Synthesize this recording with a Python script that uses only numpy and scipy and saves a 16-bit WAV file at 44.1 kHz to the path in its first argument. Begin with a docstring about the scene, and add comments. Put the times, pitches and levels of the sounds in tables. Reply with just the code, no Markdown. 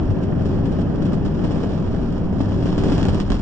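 """A rooftop at night: a rocket climbs far away, heard by a phone with two unlike microphone ports.
The turbulent exhaust jet throbs, rumbles and roars; the ground echo adds a hump to the roar.
Steep shock fronts ride on it as a crackle that thickens towards the end.
Roof and ground scatter every front into a short blur; the right port hears the treble a little later."""
import sys
import numpy as np
from scipy import signal
from scipy.fft import rfft, irfft
from scipy.io import wavfile
from scipy.ndimage import uniform_filter1d

SR = 44100
rng = np.random.default_rng(int(sys.argv[2]) if len(sys.argv) > 2 else 0)


def bounce(signal):
    """Save signal as a 16-bit WAV file at the path given by the first command-line argument."""
    frames = np.transpose(np.atleast_2d(signal))
    limited = np.clip(frames, -1, 1)
    pcm = np.round(limited * 32767).astype(np.int16)
    wavfile.write(sys.argv[1], SR, pcm)


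N = 150381

# Part of the jet noise that arrives scattered, unlike at the two ports: freq_hz, power_share
SCATTERED_SHARE = [(25, 0), (120, 0.13), (400, 0.43), (1000, 0.3), (3000, 0.8)]
# Strong shock fronts: start_s, relative_db, smear (0-1, share broken into small steps), roar_swell_db
SHOCK_FRONTS = [(0.1034, -38, 0.4, 5), (0.2259, -39, 0.55, 4.5), (0.2363, -40, 0.2, 1),
                (0.2808, -49, 0.3, 1.5), (0.323, -49, 0.4, 5), (0.408, -42, 0.5, 3.5),
                (0.4559, -34.5, 0.44, 3.5), (0.6556, -36, 0.4, 3), (0.718, -39.5, 0.6, 1.5),
                (0.7844, -41, 0.75, 4), (0.807, -36.5, 0.58, 0), (0.8853, -50, 0.5, -1),
                (0.9577, -41, 0.2, -2), (1.0176, -37.5, 0.7, 0.5), (1.0528, -33.5, 0.45, 2),
                (1.0865, -43, 0.5, 0.5), (1.1204, -38, 0.6, 4), (1.132, -32.5, 0.4, 5),
                (1.2501, -35.5, 0.55, 4.5), (1.2614, -43, 0.5, 2.5), (1.3463, -45, 0.3, 2),
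                (1.3912, -40.5, 0.5, 3), (1.4401, -33, 0.55, 8), (1.4684, -42, 0.5, -4),
                (1.5099, -35.5, 0.5, 2), (1.5454, -45, 0.4, 1), (1.5584, -39, 0, 6),
                (1.6356, -37, 0.4, 6.5), (1.8652, -43, 0.6, 2.5), (1.9384, -54, 0.3, 5),
                (2.124, -38.5, 0.35, 1), (2.3261, -43, 0.5, 4.5), (2.36, -47, 0.37, 3),
                (2.4029, -33, 0.54, 10.5), (2.5174, -45, 0.4, 4), (2.6244, -37, 0.55, 3.5),
                (2.6553, -31, 0.56, 7.5), (2.6888, -34.5, 0.4, 4), (2.7226, -45, 0.4, 2),
                (2.7791, -26.5, 0.46, 7), (2.8, -36, 0.5, 2.5), (2.8357, -28, 0.34, 6),
                (2.8595, -39, 0.5, 2.5), (2.8874, -37, 0.7, 2), (2.9193, -25, 0.42, 1),
                (2.9317, -34, 0.2, 1.5), (2.9799, -28, 0.2, 2.5), (3.029, -26.5, 0.17, -0.5),
                (3.052, -25.5, 0.32, 7.5), (3.084, -24, 0.37, 8.5), (3.134, -34, 0.25, 6.5),
                (3.145, -27.5, 0.3, 4.5), (3.1758, -35, 0.3, 1.5), (3.2006, -23.5, 0.28, 4.5),
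                (3.3019, -25.5, 0.2, 5), (3.3182, -23.5, 0.35, 5), (3.3422, -31, 0.53, 6),
                (3.3927, -38, 0.27, 6.5)]
# Spectrum of a strong front, which stays steep and reaches high: freq_hz, gain_db
STEEP_SPECTRUM = [(60, -6.5), (300, 5), (1000, 2), (2500, 1.5), (6000, -1.5), (9000, -4), (11000, -8.5),
                  (14000, -28)]


def undb(db):
    """Gain of a level in dB."""
    return 10 ** (np.asarray(db) / 20)


def unit(x):
    """Scaled to rms 1."""
    return x / np.sqrt(np.mean(x ** 2))


def curve(table, column=1):
    """A column of a time table at every sample."""
    rows = np.array(table)
    return np.interp(np.arange(N) / SR, rows[:, 0], rows[:, column])


def over_hz(table, size):
    """A frequency table at every bin of a spectrum."""
    rows = np.array(table)
    return np.interp(np.log(np.fft.rfftfreq(size, 1 / SR) + 1), np.log(rows[:, 0]), rows[:, 1])


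def colour(x, table, size=8192):
    """Minimum-phase filter with the table's gain."""
    cepstrum = irfft(np.log(undb(over_hz(table, size))))
    cepstrum[1:size // 2] *= 2
    cepstrum[size // 2 + 1:] = 0
    impulse = irfft(np.exp(rfft(cepstrum)))[None, :size // 2]
    return signal.fftconvolve(np.atleast_2d(x), impulse, axes=1)[:, :N]


def walk(rate_hz):
    """Random levels, held and smoothed twice; rms 1."""
    hold = int(SR / rate_hz)
    levels = np.repeat(rng.standard_normal(N // hold + 1), hold)
    return unit(uniform_filter1d(uniform_filter1d(levels, hold), hold)[:N])


def jet(spectrum, level_db, steadiness):
    """Turbulent exhaust noise, its own surges evened by steadiness (0-1). Rows: direct, left, right."""
    flutter_db = 0.5
    share = np.clip(over_hz(SCATTERED_SHARE, N), 0, 1)
    bins = rfft(rng.standard_normal((3, N))) * undb(over_hz(spectrum, N))
    parts = irfft(bins * np.sqrt([1 - share, share, share]), N) / np.std(irfft(bins[0], N))
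    mono = parts[0] + (parts[1] + parts[2]) / 2
    power = uniform_filter1d(np.abs(signal.hilbert(mono)) ** 2 / 2, size=1300)
    steadied = parts * (power + 0.081) ** (-steadiness / 2)
    return steadied * undb(level_db + flutter_db * walk(rate_hz=17))


def ground_hump(roar_db):
    """A narrow band where the ground echo adds to the roar; its pitch climbs with the rocket."""
    # Track of the band: time_s, centre_hz, level_db (re roar)
    track = [(0.02, 150, -10), (1.2, 175, -5), (2.0, 164.4, -6), (2.7, 195.1, -4), (3.39, 200.7, -10)]
    half_width_hz = 26
    share = np.clip(over_hz(SCATTERED_SHARE, N)[int(track[1][1] * N / SR)], 0, 1)
    b, a = signal.butter(2, half_width_hz, fs=SR)
    envelope = signal.lfilter(b, a, rng.standard_normal((3, N)) + 1j * rng.standard_normal((3, N)))
    band = np.real(envelope * np.exp(2j * np.pi * np.cumsum(curve(track)) / SR))
    return unit(band) * np.sqrt([[1 - share], [share], [share]]) * undb(roar_db + curve(track, column=2))


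def roof_blur(steps, echo_db=-3.5, t60_s=0.08):
    """Fronts scatter off roof, masts and ground. Rows: direct, left echoes, right echoes."""
    fade = undb(-60 * np.arange(8192) / SR / t60_s) ** 2
    power = np.clip(signal.fftconvolve(steps ** 2, fade / fade.sum())[:N], 0, None)
    return np.vstack([steps, undb(echo_db) * np.sqrt(power) * rng.standard_normal((2, N))])


def crackle():
    """Dense small shock fronts in surges; the louder, the steeper and brighter."""
    # Crackle strength: time_s, relative_db
    strength = [(0.02, -51), (1.12, -51.5), (1.61, -47), (2.04, -50), (2.38, -50.5), (2.68, -45),
                (2.76, -45.5), (2.87, -42), (3.02, -42.5), (3.12, -43.5), (3.26, -46.5), (3.39, -47.5)]
    # Spectrum of a front dulled by the air: freq_hz, gain_db
    dull_spectrum = [(60, -15.5), (300, 2), (1000, 7), (2500, -6), (6000, -7), (9000, -15), (14000, -45)]
    fronts_per_s, spread_db, max_size_db = 1500, 2.5, 13
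    gain_db, surge_db, fully_steep_db = 10, 1, -38
    arrival_draw, size_draw, sign_draw = rng.random((3, N))
    size = undb(np.minimum(-spread_db * np.log(1 - size_draw), max_size_db))
    steps = unit((arrival_draw < fronts_per_s / SR) * size * np.sign(sign_draw - .5))
    fronts = roof_blur(steps * undb(gain_db + curve(strength) + surge_db * walk(rate_hz=20)))
    steep = np.clip(undb(curve(strength) - fully_steep_db), 0, 1)
    return colour(fronts * (1 - steep), dull_spectrum) + colour(fronts * steep, STEEP_SPECTRUM)


def roar_swells_db(rise_s=0.0019, fall_s=0.0097):
    """The roar bunches up around most strong fronts and dips at a few."""
    t, total_db = np.arange(N) / SR, np.zeros(N)
    for start_s, _, _, swell_db in SHOCK_FRONTS:
        age_s = t - start_s - rise_s
        total_db += swell_db * np.exp(-(age_s / np.where(age_s < 0, rise_s, fall_s)) ** 2)
    return total_db


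def shocks():
    """Each strong shock is a pressure step with a trail of smaller ones that builds and dies."""
    gain_db, trail_s, step_delay_s = 25, 0.0066, 0.001204
    steps, t = np.zeros(N + 4096), np.arange(2048) / SR
    noise = rng.standard_normal((len(SHOCK_FRONTS), len(t)))
    envelope = 2 * t / trail_s * np.exp(-t / trail_s) / np.sqrt(trail_s * SR)
    trails = noise * np.abs(noise) * envelope
    for (start_s, level_db, smear, _), trail in zip(SHOCK_FRONTS, trails):
        i = int(start_s * SR)
        steps[i + int(step_delay_s * SR)] += undb(level_db) * (1 - smear)
        steps[i:i + len(t)] += undb(level_db) * smear * trail
    return colour(roof_blur(steps[:N] * undb(gain_db)), STEEP_SPECTRUM)


def right_port_lag(direct):
    """Direct sound timed for the right port: with its port's own delay, the right side hears it slightly late,
    the treble most."""
    bass_lag_s, treble_lag_s, turn_hz = -.00006, .00012, 2300
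    padded = np.pad(direct, 512, mode="reflect")
    hz = np.fft.rfftfreq(len(padded), 1 / SR)
    lag_s = bass_lag_s + (treble_lag_s - bass_lag_s) / (1 + (turn_hz / (hz + 1)) ** 4)
    return irfft(rfft(padded) * np.exp(-2j * np.pi * hz * lag_s), len(padded))[512:-512]


def scene():
    """Jet and fronts at the two ports: direct sound is shared, scattered sound differs."""
    # Jet band strengths: time_s, throb_db, rumble_db, roar_db
    levels = [(0.02, -29, -21, -21.5), (0.07, -21, -34, -23), (0.1, -40, -16, -22.5),
              (0.13, -23, -17, -24.5), (0.17, -36.5, -41, -22), (0.21, -33.5, -26, -23),
              (0.49, -29, -22, -22), (1.07, -30.5, -31, -21), (1.15, -28.5, -24, -22),
              (1.66, -31.5, -29.5, -21), (1.96, -28.5, -25, -24), (2.01, -27.5, -31.5, -23.5),
              (2.54, -30, -23, -23), (2.94, -24, -27, -18.5), (3.14, -27.5, -17, -23),
              (3.23, -25.5, -34, -22.5), (3.26, -28, -26, -27), (3.31, -16, -27, -21),
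              (3.39, -29.5, -24.5, -28)]
    # Jet band spectra on arrival: freq_hz, relative_db
    throb_spectrum = [(18, -9.5), (32, -7), (47, -2), (62, -5.5), (80, -21.5), (200, -120)]
    rumble_spectrum = [(30, -89.5), (55, -26), (72, -9), (97, 0), (130, -11.5), (170, -45), (400, -120)]
    roar_spectrum = [(50, -87), (100, -8.5), (135, -8.5), (160, -2.5), (230, -6.5), (310, -8), (345, -15),
                     (382, -9.5), (430, -18), (650, -23), (1000, -35.5), (1800, -40), (3000, -46.5),
                     (6000, -87), (12000, -120)]
    throb = jet(throb_spectrum, curve(levels, column=1), steadiness=0.78)
    rumble = jet(rumble_spectrum, curve(levels, column=2), steadiness=0.66)
    roar_db = curve(levels, column=3) + roar_swells_db()
    roar = jet(roar_spectrum, roar_db, steadiness=0.15) + ground_hump(roar_db)
    direct, left, right = throb + rumble + roar + crackle() + shocks()
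    return np.array([direct + left, right_port_lag(direct) + right])


def record(dry):
    """Each port colours the sound, a gain control evens it, the electronics hiss, the top is cut."""
    # Microphone port responses: freq_hz, gain_db
    left_port = [(20, 4.5), (180, 1), (1100, 2.5), (1500, -3), (2200, -3), (3200, 4.5), (3800, -4.5),
                 (4500, -3.5), (5300, -6), (6200, -7), (7000, -3), (8500, -11.5), (10000, -22.5),
                 (12500, -30.5), (15000, -30)]
    right_port = [(20, 4), (180, -1), (1000, 5.5), (1800, 4), (2150, -8.5), (3200, -1), (4000, -1),
                  (4900, -2), (5500, 1.5), (6300, -18.5), (7500, -39), (10000, -32), (15000, -34.5)]
    squeeze, window_s, knee_db = 0.23, 0.029, -19
    hiss_db, cutoff_hz = -86, 15200
    ports = np.vstack([colour(dry[0], left_port), colour(dry[1], right_port)])
    window = int(window_s * SR)
    power = uniform_filter1d(uniform_filter1d(np.mean(ports ** 2, axis=0), window), window)
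    gain = (1 + power / undb(knee_db) ** 2) ** (-squeeze / 2)
    hiss = undb(hiss_db) * rng.standard_normal((2, N))
    lowpass = signal.ellip(10, .2, 70, cutoff_hz, fs=SR, output="sos")
    return signal.sosfilt(lowpass, ports * gain + hiss)


dry = scene()
out = record(dry)
bounce(out)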